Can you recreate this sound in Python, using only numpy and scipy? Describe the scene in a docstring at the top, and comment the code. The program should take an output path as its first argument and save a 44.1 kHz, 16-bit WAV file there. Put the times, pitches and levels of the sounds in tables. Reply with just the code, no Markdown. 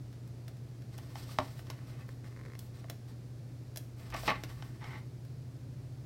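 """A fan hums in a small room while a sticker is moved from its glossy sheet to a paper planner on a desk.
The stiff backing gives a few faint snaps, then fingers slide over the sheets and knock on the covers;
the hardest knock bumps the sticker book against the desk. The glue lets go in tiny slips, and louder
snaps leave a low ring. A flat hand lands on the page and rocks the desk, and a fingertip
smooths the page with one last rub."""
import sys
import numpy as np
from scipy import signal
from scipy.fft import rfft, irfft
from scipy.io import wavfile

SR = 44100
rng = np.random.default_rng(int(sys.argv[2]) if len(sys.argv) > 2 else 0)


def digitize_waveform(pressure):
    """Quantize a signal to 16-bit integers and store it at the path in sys.argv[1].

    Rows of a 2-D input are taken as channels; values are limited to [-1, 1].
    """
    field = np.atleast_2d(pressure).T
    bounded = np.clip(field, -1, 1)
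    quanta = np.round(bounded * 32767).astype(np.int16)
    wavfile.write(sys.argv[1], SR, quanta)


N = 266805
TIME_S = np.arange(N) / SR


def from_db(db):
    """Decibels to gain."""
    return 10 ** (np.asarray(db) / 20)


def unit_rms(x):
    """Scale to rms 1."""
    return x / np.sqrt(np.mean(x ** 2) + 1e-20)


def add(out, start_s, sound):
    """Mix a short sound in at its time."""
    at = round(start_s * SR)
    out[at:at + len(sound)] += sound[:N - at]


def envelope(start_s, attack_s, length_s, release_s):
    """Rise to 1, hold until the length is over, then die away."""
    t = TIME_S - start_s
    return np.clip(t / attack_s, 0, 1) * np.exp(-np.maximum(t - length_s, 0) / release_s)


def drift(rate_hz):
    """Random modulation that glides to a new value rate_hz times a second."""
    knots = rng.standard_normal(4096)
    return np.interp(TIME_S * rate_hz, np.arange(len(knots)), knots)


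def grains(per_s, spread_db):
    """Friction texture: random tiny slips of uneven size and sign, at rms 1."""
    sizes = from_db(spread_db * np.minimum(rng.exponential(1, N), 4))
    signs = rng.choice([-1, 1], N)
    return unit_rms(sizes * signs * (rng.random(N) < per_s / SR))


def burst(decay_s, attack_s=0.00079):
    """Countless tiny contacts at once: a quick crackle with a flat spectrum."""
    t = np.arange(SR // 8) / SR
    shape = np.minimum(t / attack_s, 1) * np.exp(-np.maximum(t - attack_s / 2, 0) / decay_s)
    phases = np.angle(rfft(rng.standard_normal(len(t)) * shape, 2 * len(t)))
    return np.linalg.norm(shape) * irfft(np.exp(1j * phases))[:len(t)]


def response(eq, size=8192):
    """Minimum-phase impulse response of an EQ curve, at unit energy."""
    hz, db = np.transpose(eq)
    grid_hz = np.maximum(np.fft.rfftfreq(size, 1 / SR), 1)
    gains = from_db(np.interp(np.log(grid_hz), np.log(hz), db))
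    cepstrum = irfft(np.log(gains))
    pulse = irfft(np.exp(rfft(2 * cepstrum[:size // 2], size)))
    return pulse / np.sqrt(np.sum(pulse ** 2))


def coloured(x, eq):
    """Shape a sound with an EQ curve."""
    return signal.fftconvolve(x, response(eq))[:N]


def resonance(x, pitch_hz, width_hz):
    """One resonance, with gain 1 at its peak."""
    r = np.exp(-np.pi * width_hz / SR)
    feedback = [1, -2 * r * np.cos(2 * np.pi * pitch_hz / SR), r * r]
    return signal.lfilter(np.array([1, 0, -1]) * (1 - r * r) / 2, feedback, x + 1e-18)


def ringing(x, modes):
    """A sound plus the ring of the body it touches."""
    return x + sum(from_db(db) * resonance(x, hz, width) for hz, width, db in modes)


# rotor tones: multiple_of_rotation, level_db
ROTOR_TONES = [(4, -89), (6, -59.5), (7, -63.5), (9, -52.5), (10, -62), (18, -71)]
# level ride on those tones: time_s, gain_db
ROTOR_SWELL = [(0, -2), (1.9, -0.5), (3.2, -6), (3.9, -5), (4.4, -1), (6.05, 3.5)]
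# rush of moving air: freq_hz, gain_db
AIR_EQ = [(20, -39), (33, -20), (50, -1.5), (80, 0), (140, 2.5), (200, -4), (290, -4), (450, -12),
          (650, -16), (950, -24.5), (2000, -27.5), (3200, -32), (4700, -29), (7000, -34), (16000, -42)]


def fan(hum_hz, hum_db, air_db, waver_db):
    """The motor hums at twice the mains rate; the rotor's tones wander against it, over moving air."""
    hunting = np.cos(2 * np.pi * (TIME_S - 2.93) / 3.65)  # the speed hunts, once every 3.65 s
    turns_per_s = 14.82 + 0.22 * hunting
    angle = 2 * np.pi * np.cumsum(turns_per_s) / SR
    swell_db = np.interp(TIME_S, *np.transpose(ROTOR_SWELL))
    rotor = np.zeros(N)
    for multiple, level_db in ROTOR_TONES:
        level = from_db(level_db + swell_db + waver_db * drift(5))
        rotor += level * np.sin(multiple * angle + 2 * np.pi * rng.random())
    motor = from_db(hum_db) * np.sin(2 * np.pi * hum_hz * TIME_S)
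    air = from_db(air_db) * coloured(rng.standard_normal(N), AIR_EQ)
    return np.sqrt(2) * (rotor + motor) + air


# stiff paper and sticker snapping: start_s, edge_db, body_db, flutter_hz, decay_s
SHEET_SNAPS = [(0.128, -72, -60.5, 750, 0.006), (0.275, -66, -67, 900, 0.0044),
               (0.48, -57, -50, 710, 0.0032), (0.569, -68, -63, 840, 0.0019), (0.82, -65, -57, 800, 0.0019),
               (0.979, -53, -55, 850, 0.0033), (1.7003, -52.5, -41, 764, 0.0039),
               (2.552, -67, -52, 900, 0.0017), (2.591, -46.5, -57, 870, 0.0021),
               (2.898, -44, -40, 673, 0.0023), (3.7598, -48, -45, 830, 0.0022),
               (3.7719, -39, -46, 807, 0.0023), (3.779, -57, -62, 815, 0.003),
               (4.102, -58, -50, 805, 0.0024), (4.1404, -55, -44, 696, 0.0027),
               (4.165, -59, -43, 780, 0.002), (4.3, -50, -53, 760, 0.0019), (4.436, -50, -38, 730, 0.0031),
               (5.25, -65, -62, 780, 0.0023)]
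# a snap's papery body and its bright edge: freq_hz, gain_db
SNAP_BODY_EQ = [(150, -14), (300, 19), (600, 1.5), (1000, 2.5), (1300, 2), (2000, 3.5), (3200, -0.5),
                (5500, -1.5), (7000, -6.5), (16000, -40)]
SNAP_EDGE_EQ = [(1000, -74), (3000, 4), (5500, 7), (7500, 5), (10000, 5.5), (13000, 4), (16000, 4)]
# ring of the small stiff sheet: pitch_hz, width_hz, gain_db
SHEET_MODES = [(655, 100, 6), (1694, 63, 4.5), (2710, 100, -9), (3410, 180, 0), (4050, 160, -6),
               (5570, 250, -0.5), (12600, 1800, -3)]


def sheet_snaps(body_trim_db, edge_trim_db, flutter_feedback):
    """A buckling sheet lets go in a short crackle; the freed edge flutters and the sheet rings."""
    out = np.zeros(N)
    for start_s, edge_db, body_db, flutter_hz, decay_s in SHEET_SNAPS:
        body = from_db(body_db + body_trim_db) * coloured(burst(decay_s), SNAP_BODY_EQ)
        edge = from_db(edge_db + edge_trim_db) * coloured(burst(decay_s), SNAP_EDGE_EQ)
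        flutter_comb = np.r_[1, np.zeros(round(SR / flutter_hz) - 1), -flutter_feedback]
        add(out, start_s, signal.lfilter([1], flutter_comb, body + edge))
    return ringing(out, SHEET_MODES)


# strokes of skin over paper: start_s, length_s, hiss_db, drag_db, gloss_re_hiss_db
FINGER_STROKES = [(0.917, 0.24, -61, -62.5, -14), (1.137, 0.19, -52.5, -61.5, -14),
                  (1.28, 0.19, -54, -61, -12.5), (1.46, 0.21, -59, -62, -9.5),
                  (1.675, 0.4, -65.5, -58.5, -9), (1.86, 0.059, -60, -59.5, -13),
                  (1.98, 0.046, -66, -58.5, -12), (2.073, 0.049, -62, -66, -8),
                  (2.23, 0.078, -65.5, -62.5, -14), (2.574, 0.093, -61.5, -71, -10),
                  (2.736, 0.058, -61.5, -63, -12), (3.072, 0.027, -60.5, -65, -14),
                  (3.96, 0.31, -60.5, -60, -9.5), (4.148, 0.13, -48.5, -53.5, -9.5),
                  (4.25, 0.021, -40.5, -44, -17.5), (4.33, 0.09, -62, -58, -11),
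                  (4.421, 0.39, -58.5, -57, -12), (4.831, 0.15, -60, -69, -18)]
# fibre hiss, airy skating on the gloss and dull drag on the page: freq_hz, gain_db
HISS_EQ = [(500, 11), (2000, 3.5), (4500, 8.5), (5700, 7), (6500, -1.5), (8300, 3.5), (10500, -5.5),
           (13000, 0), (16000, -9)]
GLOSS_EQ = [(4000, -37), (7000, 0), (8500, -2), (10500, -2), (12500, 1), (14500, -4), (16000, 4)]
DRAG_EQ = [(250, -1), (550, -5), (850, -5.5), (1200, -8.5), (1550, -5.5), (2100, -5.5), (2700, -12.5),
           (4000, -19), (7000, -29), (16000, -40)]


def finger_slides(hiss_trim_db, drag_trim_db, uneven_db, patchy_db, sag_db_per_s):
    """Paper fibres hiss under moving skin, which skates in patches over the gloss and drags on the page."""
    hiss_level = drag_level = gloss_level = 0
    for start_s, length_s, hiss_db, drag_db, gloss_db in FINGER_STROKES:
        easing = from_db(-sag_db_per_s * np.maximum(TIME_S - start_s, 0))
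        effort = easing * envelope(start_s, attack_s=0.013, length_s=length_s, release_s=0.023)
        hiss_level = np.maximum(hiss_level, from_db(hiss_db) * effort)
        drag_level = np.maximum(drag_level, from_db(drag_db) * effort)
        gloss_level = np.maximum(gloss_level, from_db(hiss_db + gloss_db) * effort)
    grip_db = uneven_db * drift(60)
    fibres = hiss_level * from_db(hiss_trim_db + grip_db) * grains(per_s=14000, spread_db=2.5)
    drag = drag_level * from_db(drag_trim_db + grip_db) * grains(per_s=5000, spread_db=1.8)
    skating = gloss_level * from_db(patchy_db * drift(25)) * grains(per_s=6000, spread_db=2.5)
    return coloured(fibres, HISS_EQ) + coloured(skating, GLOSS_EQ), coloured(drag, DRAG_EQ)


# ring of the planner's pages: pitch_hz, width_hz, gain_db
PAGE_MODES = [(356, 19, -5), (518, 17, 4.5), (626, 30, 3), (817, 69, 0.5), (1128, 73, -3.5), (1816, 62, 3),
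              (2000, 28, -4.5), (2096, 22, -5), (2554, 54, 9), (3610, 90, -3)]


def page_ring(contact):
    """The stack of pages resonates under a touch."""
    return ringing(contact, PAGE_MODES)


# ring of the desk with the books on it: pitch_hz, width_hz, gain_db
DESK_MODES = [(99.7, 11.7, 19), (258, 13, 6), (359, 5.8, 12.5), (800, 53, -5.5), (1160, 200, 3.5),
              (2015, 130, -2), (3040, 200, 1), (3870, 100, -0.5), (5460, 150, 6)]


def desk_ring(contact):
    """The desk acts as a soundboard for the books lying on it."""
    return ringing(contact, DESK_MODES)


# finger knocks on the covers, and the low ring after the loudest sheet snaps (2.908 and 3.772 s):
# start_s, level_db, tick_re_level_db, pitch_hz, width_hz
KNOCKS_AND_SNAP_RINGS = [(0.985, -43, -4, 845, 70), (1.1545, -32, -7.5, 850, 120),
                         (1.166, -46, -20, 1180, 110), (1.291, -42.5, -21, 1190, 120),
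                         (1.3858, -12, -16, 920, 378), (1.4015, -26, -21, 750, 260),
                         (1.591, -44.5, 0, 620, 260), (1.668, -45.5, -4, 1490, 300),
                         (1.701, -33, -17, 885, 260), (2.843, -42, -25, 646, 130),
                         (2.908, -47, -22, 685, 70), (3.762, -53, -12, 800, 185),
                         (3.772, -41, -15, 620, 50), (4.1445, -26.5, -10, 674, 150),
                         (4.233, -32.5, -17, 636, 120), (4.623, -38, -3, 836, 185),
                         (4.841, -39, -1.5, 840, 200), (4.848, -45, -22, 775, 60)]
# dull push and sharp tick: freq_hz, gain_db
PUSH_EQ = [(40, -33), (90, -0.5), (200, -5.5), (400, -15.5), (650, 1), (950, -7), (1400, -11), (2200, -8.5),
           (3000, -11), (5500, -21.5), (7500, -25.5), (16000, -42)]
TICK_EQ = [(500, -47), (1500, 14.5), (2500, 6), (5500, 1.5), (6800, -7), (16000, -18)]


def knocks_and_snap_rings(push_trim_db, tick_trim_db, push_delay_s, ring_db, ring_ref_width_hz):
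    """A tick, then a dull push that rings at its own pitch; in a knock these are nail and fingertip."""
    ticks, rings = np.zeros(N), np.zeros(N)
    push = response(PUSH_EQ)
    for start_s, level_db, tick_db, pitch_hz, width_hz in KNOCKS_AND_SNAP_RINGS:
        add(ticks, start_s, from_db(level_db + tick_db + tick_trim_db) * burst(decay_s=0.0035))
        ring_gain = from_db(ring_db) * np.sqrt(ring_ref_width_hz / width_hz)
        swing = push + ring_gain * resonance(push, pitch_hz, width_hz)
        add(rings, start_s + push_delay_s, from_db(level_db + push_trim_db) * swing / np.abs(swing).max())
    return coloured(ticks, TICK_EQ) + rings


def cover_smear(x, below_hz, stages):
    """Bending waves in a stiff cover: the low ones travel slower and arrive a little later."""
    pole = np.exp(-2 * np.pi * below_hz / SR)
    allpass = [-pole, 1, 0, 1, -pole, 0]
    return signal.sosfilt([allpass] * stages, x + 1e-18)


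# low notes of the desk's thud: pitch_hz, level_db, t60_s
THUD_MODES = [(153, -42, 0.095), (274, -40, 0.28), (363, -40.5, 0.14), (605, -29, 0.1)]


def book_thud(start_s):
    """The sticker book bumps the desk and sets off its low modes."""
    t, out = np.arange(SR // 2) / SR, np.zeros(N)
    for pitch_hz, level_db, t60_s in THUD_MODES:
        add(out, start_s, from_db(level_db - 60 * t / t60_s) * np.sin(2 * np.pi * pitch_hz * t))
    return out


# the glue letting go: start_s, level_db, decay_s
GLUE_SLIPS = [(1.79, -51, 0.0016), (2.0903, -40, 0.0013), (2.243, -48, 0.0018), (2.3258, -50.5, 0.0016),
              (2.3628, -44.5, 0.0012), (2.372, -46.5, 0.0014), (2.391, -48, 0.0018),
              (2.3975, -48.5, 0.0018), (2.4122, -46, 0.0016), (2.435, -51, 0.0022), (2.451, -48, 0.0034),
              (2.4588, -46.5, 0.0035), (2.4823, -48.5, 0.002), (2.5, -46.5, 0.0016), (2.519, -46, 0.0012),
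              (2.5343, -44, 0.0015), (2.5517, -41, 0.0011), (2.842, -45, 0.0012), (2.884, -48, 0.0011)]
# tone of the sheet plucked by the glue: freq_hz, gain_db
GLUE_EQ = [(300, 1.5), (540, 5), (750, -16), (1050, 2), (1400, -3.5), (1800, 2), (2150, 2.5), (2800, -17),
           (4200, -10), (8000, -16), (16000, -15)]


def glue_peel(trim_db, soften_hz):
    """The glue holds, then gives way in a tick or a longer tear; each slip softly plucks the sheet."""
    plucks = np.zeros(N)
    for start_s, level_db, decay_s in GLUE_SLIPS:
        add(plucks, start_s, from_db(level_db + trim_db) * burst(decay_s))
    softened = signal.sosfilt(signal.butter(1, soften_hz, fs=SR, output="sos"), plucks)
    return coloured(softened, GLUE_EQ)


def desk_rock(start_s, pitch_hz, level_db):
    """The whole desk sways at its lowest mode under the weight of the hand."""
    level = from_db(level_db) * envelope(start_s, attack_s=0.04, length_s=0.04, release_s=0.29)
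    wavering_hz = pitch_hz * (1 + 0.056 * drift(18))
    return level * np.sqrt(2) * np.sin(2 * np.pi * np.cumsum(wavering_hz) / SR)


# the hand landing, fingers first and then the palm: start_s, slap_db, brush_db, pitch_hz, ring_db
HAND_CONTACTS = [(4.123, -43.5, -66, 1250, 4), (4.131, -42.5, -56, 1190, 0), (4.138, -39.5, -44, 630, 6),
                 (4.147, -40.5, -46, 1140, 10), (4.164, -41.5, -50, 1080, 6), (4.183, -62, -58, 1850, 0),
                 (4.268, -53, -35, 2300, 0), (4.2772, -25, -27, 827, 6), (4.2821, -26.5, -32, 2040, 2),
                 (4.2909, -27, -28, 520, -4), (4.303, -27.5, -40, 864, 5), (4.3122, -33.5, -60, 1140, 10),
                 (4.334, -47, -62, 370, 12), (4.354, -43, -56, 1820, -5)]
# fleshy slap and papery brush: freq_hz, gain_db
SLAP_EQ = [(30, -15), (50, -17), (100, -9.5), (220, 3), (430, -0.5), (850, 1.5), (1150, -2), (1500, -2),
           (2200, 2), (3200, -10), (4000, -10), (5500, -33), (7000, -30), (16000, -73)]
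BRUSH_EQ = [(1200, -25), (2600, 8), (3800, 10), (5300, 6), (6300, -2), (9000, -30), (16000, -34)]


def hand_landing(slap_trim_db, brush_trim_db, ring_width_hz):
    """The hand presses loose pages together; each spot gives a woody ring, and pages catch and crackle."""
    attack_s, decay_s = 0.0017, 0.0051  # soft flesh makes each contact swell and fade
    presses, brushes = np.zeros(N), np.zeros(N)
    for start_s, slap_db, brush_db, pitch_hz, ring_db in HAND_CONTACTS:
        press = from_db(slap_db + slap_trim_db) * burst(decay_s, attack_s)
        add(presses, start_s, press + from_db(ring_db) * resonance(press, pitch_hz, ring_width_hz))
        add(brushes, start_s, from_db(brush_db + brush_trim_db) * burst(decay_s, attack_s))
    catching = unit_rms(from_db(5 * drift(450)))
    return coloured(presses, SLAP_EQ), coloured(brushes * catching, BRUSH_EQ)


# tone of a fingertip smoothing the page: freq_hz, gain_db
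RUB_EQ = [(200, -1), (330, 2), (500, -6), (850, 5.5), (1200, -3.5), (1900, 2.5), (2250, 3), (2600, -8.5),
          (4000, -10), (7000, -25), (16000, -45)]


def fingertip_rub(start_s, level_db, uneven_db):
    """The pad of a finger sticks and slips on the page, swelling in and easing off."""
    swell = envelope(start_s, attack_s=0.024, length_s=0.16, release_s=0.032)
    pressure = swell * from_db(level_db + uneven_db * drift(60))
    return coloured(pressure * grains(per_s=2700, spread_db=0.5), RUB_EQ)


def small_room(x, split_hz, low_db, low_t60_s, treble_db, treble_t60_s, early_db, early_decay_s):
    """Adds dense early reflections off the desk's clutter and a short two-band tail."""
    t = np.arange(SR // 2) / SR
    tail_noise, early_noise = rng.standard_normal((2, len(t)))
    low = signal.sosfilt(signal.butter(2, split_hz, fs=SR, output="sos"), tail_noise)
    low_tail = low * from_db(low_db - 60 * t / low_t60_s)
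    treble_tail = (tail_noise - low) * from_db(treble_db - 60 * t / treble_t60_s)
    early = early_noise * from_db(early_db) * np.exp(-t / early_decay_s)
    reflections = (low_tail + treble_tail + early) * (t > 0.003)  # 3 ms pre-delay
    return x + signal.fftconvolve(x, reflections)[:N]


def scene():
    """Contacts on the page sound through the desk; the sticker, brush and hiss go straight into the air."""
    rub_send = 0.35  # to the page ring: the rubbing finger damps the pages
    hit_send, glue_send = 0.68, 0.45  # to the room: hits stay drier, and cupped fingers cover the glue
    hiss, drag = finger_slides(hiss_trim_db=-3.5, drag_trim_db=-7.5, uneven_db=3.0, patchy_db=4.5,
                               sag_db_per_s=20)
    hits = knocks_and_snap_rings(push_trim_db=-2.0, tick_trim_db=-5.0, push_delay_s=0.001182,
                                 ring_db=12.5, ring_ref_width_hz=210)
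    desk_hits = desk_ring(cover_smear(hits, below_hz=1330, stages=4)) + book_thud(start_s=1.392)
    slap, brush = hand_landing(slap_trim_db=-2.5, brush_trim_db=-3.5, ring_width_hz=62)
    rub = fingertip_rub(start_s=4.80, level_db=-56, uneven_db=1.5)
    pages = page_ring(slap + drag + rub_send * rub) + (1 - rub_send) * rub
    glue = glue_peel(trim_db=2.5, soften_hz=3500)
    snaps = sheet_snaps(body_trim_db=3.5, edge_trim_db=5.0, flutter_feedback=0.28)
    room_bus = snaps + hiss + brush + desk_ring(pages) + hit_send * desk_hits + glue_send * glue
    in_room = small_room(room_bus, split_hz=4000, low_db=-33, low_t60_s=0.23, treble_db=-39.5,
                         treble_t60_s=0.31, early_db=-28.5, early_decay_s=0.0081)
    close = (1 - hit_send) * desk_hits + (1 - glue_send) * glue
    sway = desk_rock(start_s=4.08, pitch_hz=51.7, level_db=-48.5)
    fan_bed = fan(hum_hz=119.98, hum_db=-47.0, air_db=-52.5, waver_db=2.5)
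    return (in_room + close + sway + fan_bed)[None]


def record(dry):
    """A steep low-pass cuts the top above 16 kHz."""
    return signal.sosfilt(signal.ellip(12, .1, 80, 16000, fs=SR, output="sos"), dry)


dry = scene()
out = record(dry)
digitize_waveform(out)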